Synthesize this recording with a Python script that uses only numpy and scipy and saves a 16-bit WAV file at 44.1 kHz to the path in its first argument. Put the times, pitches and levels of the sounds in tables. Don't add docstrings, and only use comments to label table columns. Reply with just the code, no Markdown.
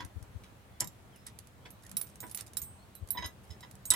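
import sys
import numpy as np
from scipy import signal
from scipy.fft import rfft, irfft
from scipy.io import wavfile
from scipy.ndimage import uniform_filter1d

SR = 44100
rng = np.random.default_rng(int(sys.argv[2]) if len(sys.argv) > 2 else 0)


def unload_audio(sound):
    columns = np.transpose(np.atleast_2d(sound))
    steps = np.round(np.clip(columns, -1, 1) * 32767)
    wavfile.write(sys.argv[1], SR, steps.astype(np.int16))


N = 174195


def amp(db):
    return 10 ** (np.asarray(db) / 20)


def unit(x):
    return x / np.sqrt(np.mean(x ** 2) + 1e-20)


def read(points, hz):
    f, value = np.transpose(points)
    return np.interp(np.log(hz + 1), np.log(f + 1), value)


def add(mix, start_s, sound, pan_db=0):
    sides = unit(amp([[pan_db / 2], [-pan_db / 2]]))
    part = mix[:, max(round(start_s * SR), 0):][:, :sound.shape[-1]]
    part += (sides * sound)[:, :part.shape[1]]


def noise(colour, size, likeness=0.31):
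    hz = np.fft.rfftfreq(size, 1 / SR)
    a, b = rfft(rng.standard_normal((2, size)))
    c = np.clip(likeness, 0, 1)
    pair = np.array([a, c * a + np.sqrt(1 - c * c) * b])
    return unit(irfft(pair * amp(read(colour, hz)), size))


def drift(rate_hz):
    hz = np.fft.rfftfreq(N, 1 / SR)
    return unit(irfft(rfft(rng.standard_normal(N)) / (1 + (hz / rate_hz) ** 4), N))


def waver(size, rate_hz):
    hz = np.fft.fftfreq(size, 1 / SR)
    z = rng.standard_normal(size) + 1j * rng.standard_normal(size)
    z = np.fft.ifft(np.fft.fft(z) * np.exp(-(hz / rate_hz) ** 2))
    return z / np.sqrt(np.mean(abs(z) ** 2))


def crack(colour, t60_s):
    t = np.arange(SR // 2) / SR
    return noise(colour, len(t)) * amp(-60 * t / t60_s)


PORT_PHASE_RAD = 1.0


def ring(modes):
    t, out = np.arange(SR // 2) / SR, 0
    for hz, db, t60_s in modes:
        phase = rng.uniform(0, 2 * np.pi) + PORT_PHASE_RAD * rng.uniform(-1, 1, (2, 1))
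        out = out + amp(db - 60 * t / t60_s) * np.sin(2 * np.pi * hz * t + phase)
    return out


# (frequency [Hz], relative density [dB per Hz])
WASH_COLOUR = [(25, -30.5), (48, -1), (120, 1), (157, -7.5), (190, -4.5), (285, -12.5), (796, -15),
               (3820, -27.5), (5000, -32.5), (8590, -32), (16000, -36.5)]
# (frequency [Hz], likeness [0-1])
WASH_LIKENESS = [(40, 0.143), (120, 0.843), (300, 0.842), (1000, 0.05), (3000, 0.069), (12000, 0.062)]
# (mean frequency [Hz], level [dB])
ENGINE_HUM = [(97, -72.5), (191, -70.5)]
WASH_DB, WASH_PATCH_DB, WASH_SWELL_DB = -55.5, .9, .4


def street():
    wash = noise(WASH_COLOUR, N, read(WASH_LIKENESS, np.fft.rfftfreq(N, 1 / SR)))
    z = signal.stft(wash, nperseg=1024)[2]
    patches = uniform_filter1d(rng.standard_normal(z.shape[1:]), size=12, axis=0)
    patches = unit(uniform_filter1d(patches, size=7, axis=1))
    wash = signal.istft(z * amp(WASH_PATCH_DB * patches))[1][:, :N]
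    hum = 0
    for mean_hz, db in ENGINE_HUM:
        level = amp(db) * (1 + 0.408 * drift(11.2))
        hz = mean_hz + 2.934 * drift(7.2)
        hum = hum + level * np.sin(2 * np.pi * np.cumsum(hz) / SR)
    return amp(WASH_DB + WASH_SWELL_DB * drift(2)) * unit(wash) + hum


# (time [s], length [s], start [Hz], middle [Hz], end [Hz], level [dB])
BIRD_WHISTLES = [(0.706, 0.091, 3520, 3413, 3390, -72.5), (1.116, 0.061, 3300, 3057, 2450, -64),
                 (1.11, 0.168, 5150, 5247, 5320, -70.5), (2.774, 0.091, 4100, 4280, 4480, -66),
                 (2.936, 0.068, 5000, 3950, 4477, -61), (3.121, 0.0577, 4150, 3750, 2810, -55.5)]


def birds():
    out = np.zeros((2, N))
    for s, length_s, start_hz, middle_hz, end_hz, db in BIRD_WHISTLES:
        u = np.linspace(0, 1, int(length_s * SR))
        hz = np.polyval(np.polyfit([0, .5, 1], [start_hz, middle_hz, end_hz], 2), u)
        turn = np.exp(2j * np.pi * np.cumsum(hz) / SR)
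        flicker = 0.674 + 0.37 * waver(SR // 4, 90)[:len(u)]
        add(out, s, amp(db) * np.sin(np.pi * u) * (turn * flicker).real)
    return out


# (centre time [s], level [dB], left over right [dB])
AIR_PUFFS = [(.04, -41, 33), (0.171, -37, 26.5), (0.224, -37.5, 21), (0.36, -38.5, 23), (2.627, -41, 7),
             (3.025, -39.5, 10.5), (3.199, -34, -13.5), (3.257, -38, 14), (3.513, -41, -14.5),
             (3.904, -41.5, -4.5)]
PUFF_NOMINAL_HZ, PUFF_WIDTH_S = 76.55, 0.01257


def puffs():
    out, t = np.zeros((2, N)), np.arange(-SR // 20, SR // 20) / SR
    for s, db, pan_db in AIR_PUFFS:
        hz = PUFF_NOMINAL_HZ * rng.uniform(.88, 1.12)
        wave = np.sin(2 * np.pi * (hz * t + rng.random()))
        flutter = 0.663 * noise([(40, -1), (90, 4.5), (250, -16.0), (4000, -68.5)], len(t))
        swell = np.exp(-(t / PUFF_WIDTH_S) ** 2)
        add(out, s + t[0], amp(db) * (wave + flutter) * swell, pan_db)
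    return out


# (frequency [Hz], gain [dB])
CONTACT_COLOUR = [(300, 0.5), (1500, 2.5), (4000, 6.5), (7000, 10.5), (10500, 14.5), (13000, 8),
                  (16000, -25.5)]
TICK_T60_S = .022
STRAND_RANGE_HZ, STRAND_T60_S, STRAND_DB = (3500, 13000), .045, -11


def strand(count=5):
    modes = [(hz, STRAND_DB, STRAND_T60_S) for hz in rng.uniform(*STRAND_RANGE_HZ, count)]
    return crack(CONTACT_COLOUR, TICK_T60_S) + ring(modes)


# (time [s], level [dB])
CABLE_TICKS = [(0.0487, -42.5), (0.2268, -48.5), (0.437, -57.5), (0.802, -37), (1.3887, -40), (1.472, -51),
               (1.866, -46), (1.8945, -46.5), (1.915, -39.5), (2.071, -50), (2.267, -48.5), (2.157, -47),
               (2.2964, -47.5), (2.374, -32.5), (2.409, -34), (2.5343, -44.5), (3.0745, -50), (3.088, -45),
               (3.712, -44.5), (3.7538, -49.5)]
# (time [s], length [s], level [dB])
CABLE_SCRAPES = [(1.819, 0.0461, -52), (1.977, 0.1447, -57), (2.21, 0.1147, -53), (2.357, 0.0525, -48),
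                 (2.463, .03, -51), (2.569, 0.0757, -54), (3.417, 0.1044, -62)]
# (time [s], length [s], start [Hz], end [Hz], level [dB], roughness [0-1])
CABLE_RUBS = [(1.832, .045, 1680, 1880, -58, .8), (1.895, .07, 230, 150, -49, .1)]


def cable(grains_per_s=140, grain_spread_db=6, rub_width_hz=170):
    out = np.zeros((2, N))
    for s, db in CABLE_TICKS:
        add(out, s, amp(db) * crack(CONTACT_COLOUR, TICK_T60_S))
    for s, length_s, db in CABLE_SCRAPES:
        for when, size in rng.random((round(length_s * grains_per_s), 2)):
            grain_db = db + grain_spread_db * (2 * size - 1.5)
            add(out, s + when * length_s, amp(grain_db) * strand())
    for s, length_s, start_hz, end_hz, db, rough in CABLE_RUBS:
        u = np.linspace(0, 1, int(length_s * SR))
        turn = np.exp(2j * np.pi * np.cumsum(start_hz + (end_hz - start_hz) * u) / SR)
        roughened = turn * (1 - rough + rough * waver(SR // 4, rub_width_hz)[:len(u)])
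        add(out, s, amp(db) * np.sin(np.pi * u) * roughened.real)
    return out


# (time [s], level [dB], main partial [Hz], upper partial [Hz],
#         level of those two [dB], low partial [dB])
CATCH_SNAPS = [(0.8054, -21.5, 7736, 10720, -9.5, -33.5), (0.8437, -40, 7736, 10810, -8, -10.5),
               (0.8733, -40.5, 7350, 11870, -4, -9.5), (1.2666, -45, 8113, 10290, 6, -6),
               (3.9042, -18, 7946, 10610, 5, -18), (3.9097, -26, 7946, 10300, 0, 4.5)]
# (frequency [Hz], level [dB], t60 [s])
CATCH_MODES = [(5351, -14, .06), (7340, -8, .056), (12710, -10, .035)]
# (frequency [Hz], gain [dB])
SNAP_NOISE_COLOUR = [(300, -15.5), (1500, -25.5), (3500, -15.5), (5500, -3), (7800, -2), (10500, -4),
                     (13000, 1.5), (15000, -37)]
SNAP_T60_S, CATCH_T60_S, CATCH_LOW_HZ = .03, .042, 3830


def catch():
    out = np.zeros((2, N))
    for s, db, main_hz, upper_hz, ring_db, low_db in CATCH_SNAPS:
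        held = [(main_hz, ring_db, CATCH_T60_S), (upper_hz, ring_db, CATCH_T60_S)]
        tone = ring(CATCH_MODES + held + [(CATCH_LOW_HZ, low_db, CATCH_T60_S)])
        add(out, s, amp(db) * (crack(SNAP_NOISE_COLOUR, SNAP_T60_S) + tone))
    return out


# (nominal frequency [Hz], relative level [dB], t60 [s])
BAR_COMMON_MODES = [(980.74, 3, 0.0842), (1074.5, -6, 0.0904), (1674, -15.5, 0.182), (1893.8, -2.5, 0.052),
                    (1995.8, -4.5, 0.1008), (3064, -5.5, 0.0555), (5247, -10, 0.125)]
BAR_MOUNT_MODES = [(690.8, -10.5, 0.0552), (3398, -7.5, 0.0533)]
BAR_END_MODES = [(3857, -9.5, 0.1073), (5022, -14.5, 0.0695), (6440, -22.5, 0.172)]
# (frequency [Hz], gain [dB])
RATTLE_COLOUR = [(100, 2.5), (350, -2.5), (700, 0), (1100, -3), (2100, 4), (2700, -4.5), (3400, 0),
                 (5500, -13), (9000, -17), (15000, -31)]
# (time [s], level [dB], treble tilt [dB per octave], rattle [dB],
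#          free-end modes up and mount modes down by [dB])
BAR_KNOCKS = [(0, -38, -3, -4.5, -6.5), (0.435, -64, 5, 2, 6), (0.807, -40.5, -4.5, 0, -13.5),
              (1.263, -62.5, 6, 11.5, 4), (1.652, -53, -1, 0, -16.5), (2.227, -45.5, -6.5, -2, -5.5),
              (2.381, -64.5, 6, 15, 0.5), (3.147, -48, -11.5, -7.5, 7), (3.172, -32.5, -0.5, -9.5, 7.5),
              (3.222, -36.5, -4.5, -6.5, 13), (3.243, -39.5, 3, -6.5, 7.5), (3.503, -58, 12.5, -7, -5.5),
              (3.627, -47, -0.5, -6, 4.5), (3.912, -37.5, 1, 2, 11.5), (3.936, -31, 0.5, -8, -0.5)]
BAR_BUILD_CYCLES, BAR_CHATTER, BAR_DETUNE = 11.07, .6, .008
RATTLE_RISE_S, CONTACTS_PER_S = 0.008225, 900


def bar(pivot_hz=1800):
    out, t = np.zeros((2, N)), np.arange(SR // 2) / SR
    octaves = np.log2(np.clip(np.fft.rfftfreq(len(t), 1 / SR), 900, 7000) / pivot_hz)
    for s, db, tilt_db, rattle_db, end_db in BAR_KNOCKS:
        tone = 0
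        for table, place_db in [(BAR_COMMON_MODES, 0), (BAR_MOUNT_MODES, -end_db), (BAR_END_MODES, end_db)]:
            for nominal_hz, mode_db, t60_s in table:
                hz = nominal_hz * (1 + BAR_DETUNE * rng.uniform(-1.08, 1))
                build = 1 - np.exp(-t * hz / BAR_BUILD_CYCLES)
                chatter = abs(1 + BAR_CHATTER * waver(len(t), 76))
                tone = tone + ring([(hz, mode_db + place_db, t60_s)]) * build * chatter
        contacts = rng.standard_normal(len(t)) * (rng.random(len(t)) < CONTACTS_PER_S / SR)
        rattle = signal.fftconvolve(contacts[None], crack(RATTLE_COLOUR, 0.0084), axes=1)
        rattle = unit(rattle[:, :len(t)])
        swell = t / RATTLE_RISE_S * np.exp(1 - t / RATTLE_RISE_S)
        sound = tone + amp(rattle_db) * rattle * swell
        tilted = irfft(rfft(sound) * amp(tilt_db * octaves), len(t))
        add(out, s, amp(db) * tilted[:, :SR // 3])
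    return out


# (time [s], level [dB], low partials [dB], singing partials [dB],
#          high partial [dB], top partial [dB], contact click [dB])
HOOK_CLINKS = [(1.16, -54.5, -14.5, -32, -9, -12, 1), (1.705, -48, -22.5, -40, -1, -13.5, 0.5),
               (1.9685, -20.5, -9, -40.5, -19.5, -9, -11), (2.014, -28, -16, -32.5, -22, -14, -7),
               (2.2036, -44.5, 2.5, -3, -9, 4.5, 0), (2.313, -41, -22.5, -43.5, -9.5, -14, -4.5),
               (2.3474, -29, -16.5, -41, -22, -8, -5.5), (2.5697, -23.5, -4, -31.5, -26, -10, -6.5),
               (2.617, -41, -17.5, -1, 7, 1, -3), (2.9522, -46.5, -24, -21.5, 1.5, -12.5, -2),
               (3.1056, -25, -13.5, -33, -1, -7, -14.5), (3.2611, -41, -22, -34, -2, -28, 0.5),
               (3.6072, -59, 11.5, -24.5, -17.5, -2.5, 10), (3.8544, -39, -2.5, -2.5, -0.5, -2.5, -9.5),
               (3.937, -28, -9, -24.5, -7.5, -11, -4.5)]
# (frequency [Hz], level [dB], t60 [s])
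LOW_PARTIALS = [(3880, -11, .055), (4790, -13, .025), (5515, -12, .05), (7570, -9, .075)]
MAIN_PARTIALS = [(10205, -2, .05), (10290, -2, .028), (10780, -5, .022)]
SINGING_PARTIALS = [(6724, 1, .06), (8410, 0, .46)]
HIGH_PARTIAL = [(13090, 0, .09)]
TOP_PARTIAL = [(14308, 0, .22)]
CLICK_T60_S = .024
GRIP_S = 0.1


def hook():
    out, t = np.zeros((2, N)), np.arange(SR // 2) / SR
    grip = np.exp(-(t / GRIP_S) ** 4)
    for s, db, low_db, sing_db, high_db, top_db, click_db in HOOK_CLINKS:
        tone = ring(MAIN_PARTIALS)
        tone += amp(low_db) * ring(LOW_PARTIALS)
        tone += amp(sing_db) * ring(SINGING_PARTIALS)
        tone += amp(high_db) * ring(HIGH_PARTIAL)
        tone += amp(top_db) * grip * ring(TOP_PARTIAL)
        click = amp(click_db) * crack(CONTACT_COLOUR, CLICK_T60_S)
        add(out, s, amp(db) * (tone + click))
    return out


# (frequency [Hz], left over right [dB])
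METAL_SIDE = [(300, -2.5), (1300, -1.5), (2400, -5.5), (4400, -4.5), (8000, -1.5), (14000, -17.5)]
RIGHT_DELAY_S = .000018


def ports(x):
    hz = np.fft.rfftfreq(N, 1 / SR)
    side = amp(read(METAL_SIDE, hz))
    delay = np.exp(-2j * np.pi * hz * RIGHT_DELAY_S)
    pair = np.array([side, delay]) * np.sqrt(2 / (1 + side ** 2))
    return irfft(rfft(x) * pair, N)


# (frequency [Hz], t60 [s])
TAIL_T60 = [(200, 0.24), (4000, 0.0845), (9000, 0.0643), (15000, 0.046)]
TAIL_DB, NEAR_DB, NEAR_DECAY_S = -10, -25, 0.06


def surroundings(x):
    size = SR // 3
    t = np.arange(size) / SR
    sparse = rng.standard_normal((2, size)) * (rng.random((2, size)) < .04)
    near = sparse * (t > .001) * np.exp(-t / NEAR_DECAY_S)
    hz, when, z = signal.stft(rng.standard_normal((2, size)) * (t > .008), SR, nperseg=256)
    decay = amp(-60 * when / read(TAIL_T60, hz)[:, None])
    tail = signal.istft(z * decay)[1][:, :size]
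    echo = (amp(NEAR_DB) * unit(near) + amp(TAIL_DB) * unit(tail)) / np.sqrt(size)
    return x + signal.fftconvolve(x, echo, axes=1)[:, :N]


def scene():
    metalwork = ports(hook() + catch() + cable() + bar())
    return surroundings(metalwork + birds()) + puffs() + street()


LOW_CUT_HZ, EDGE_HZ = 42, 16300


def record(dry):
    dry = signal.sosfilt(signal.butter(4, LOW_CUT_HZ, "high", fs=SR, output="sos"), dry)
    band = signal.firwin(255, EDGE_HZ, window=("kaiser", 8), fs=SR)
    return signal.oaconvolve(dry, band[None], "same")


dry = scene()
out = record(dry)
unload_audio(out)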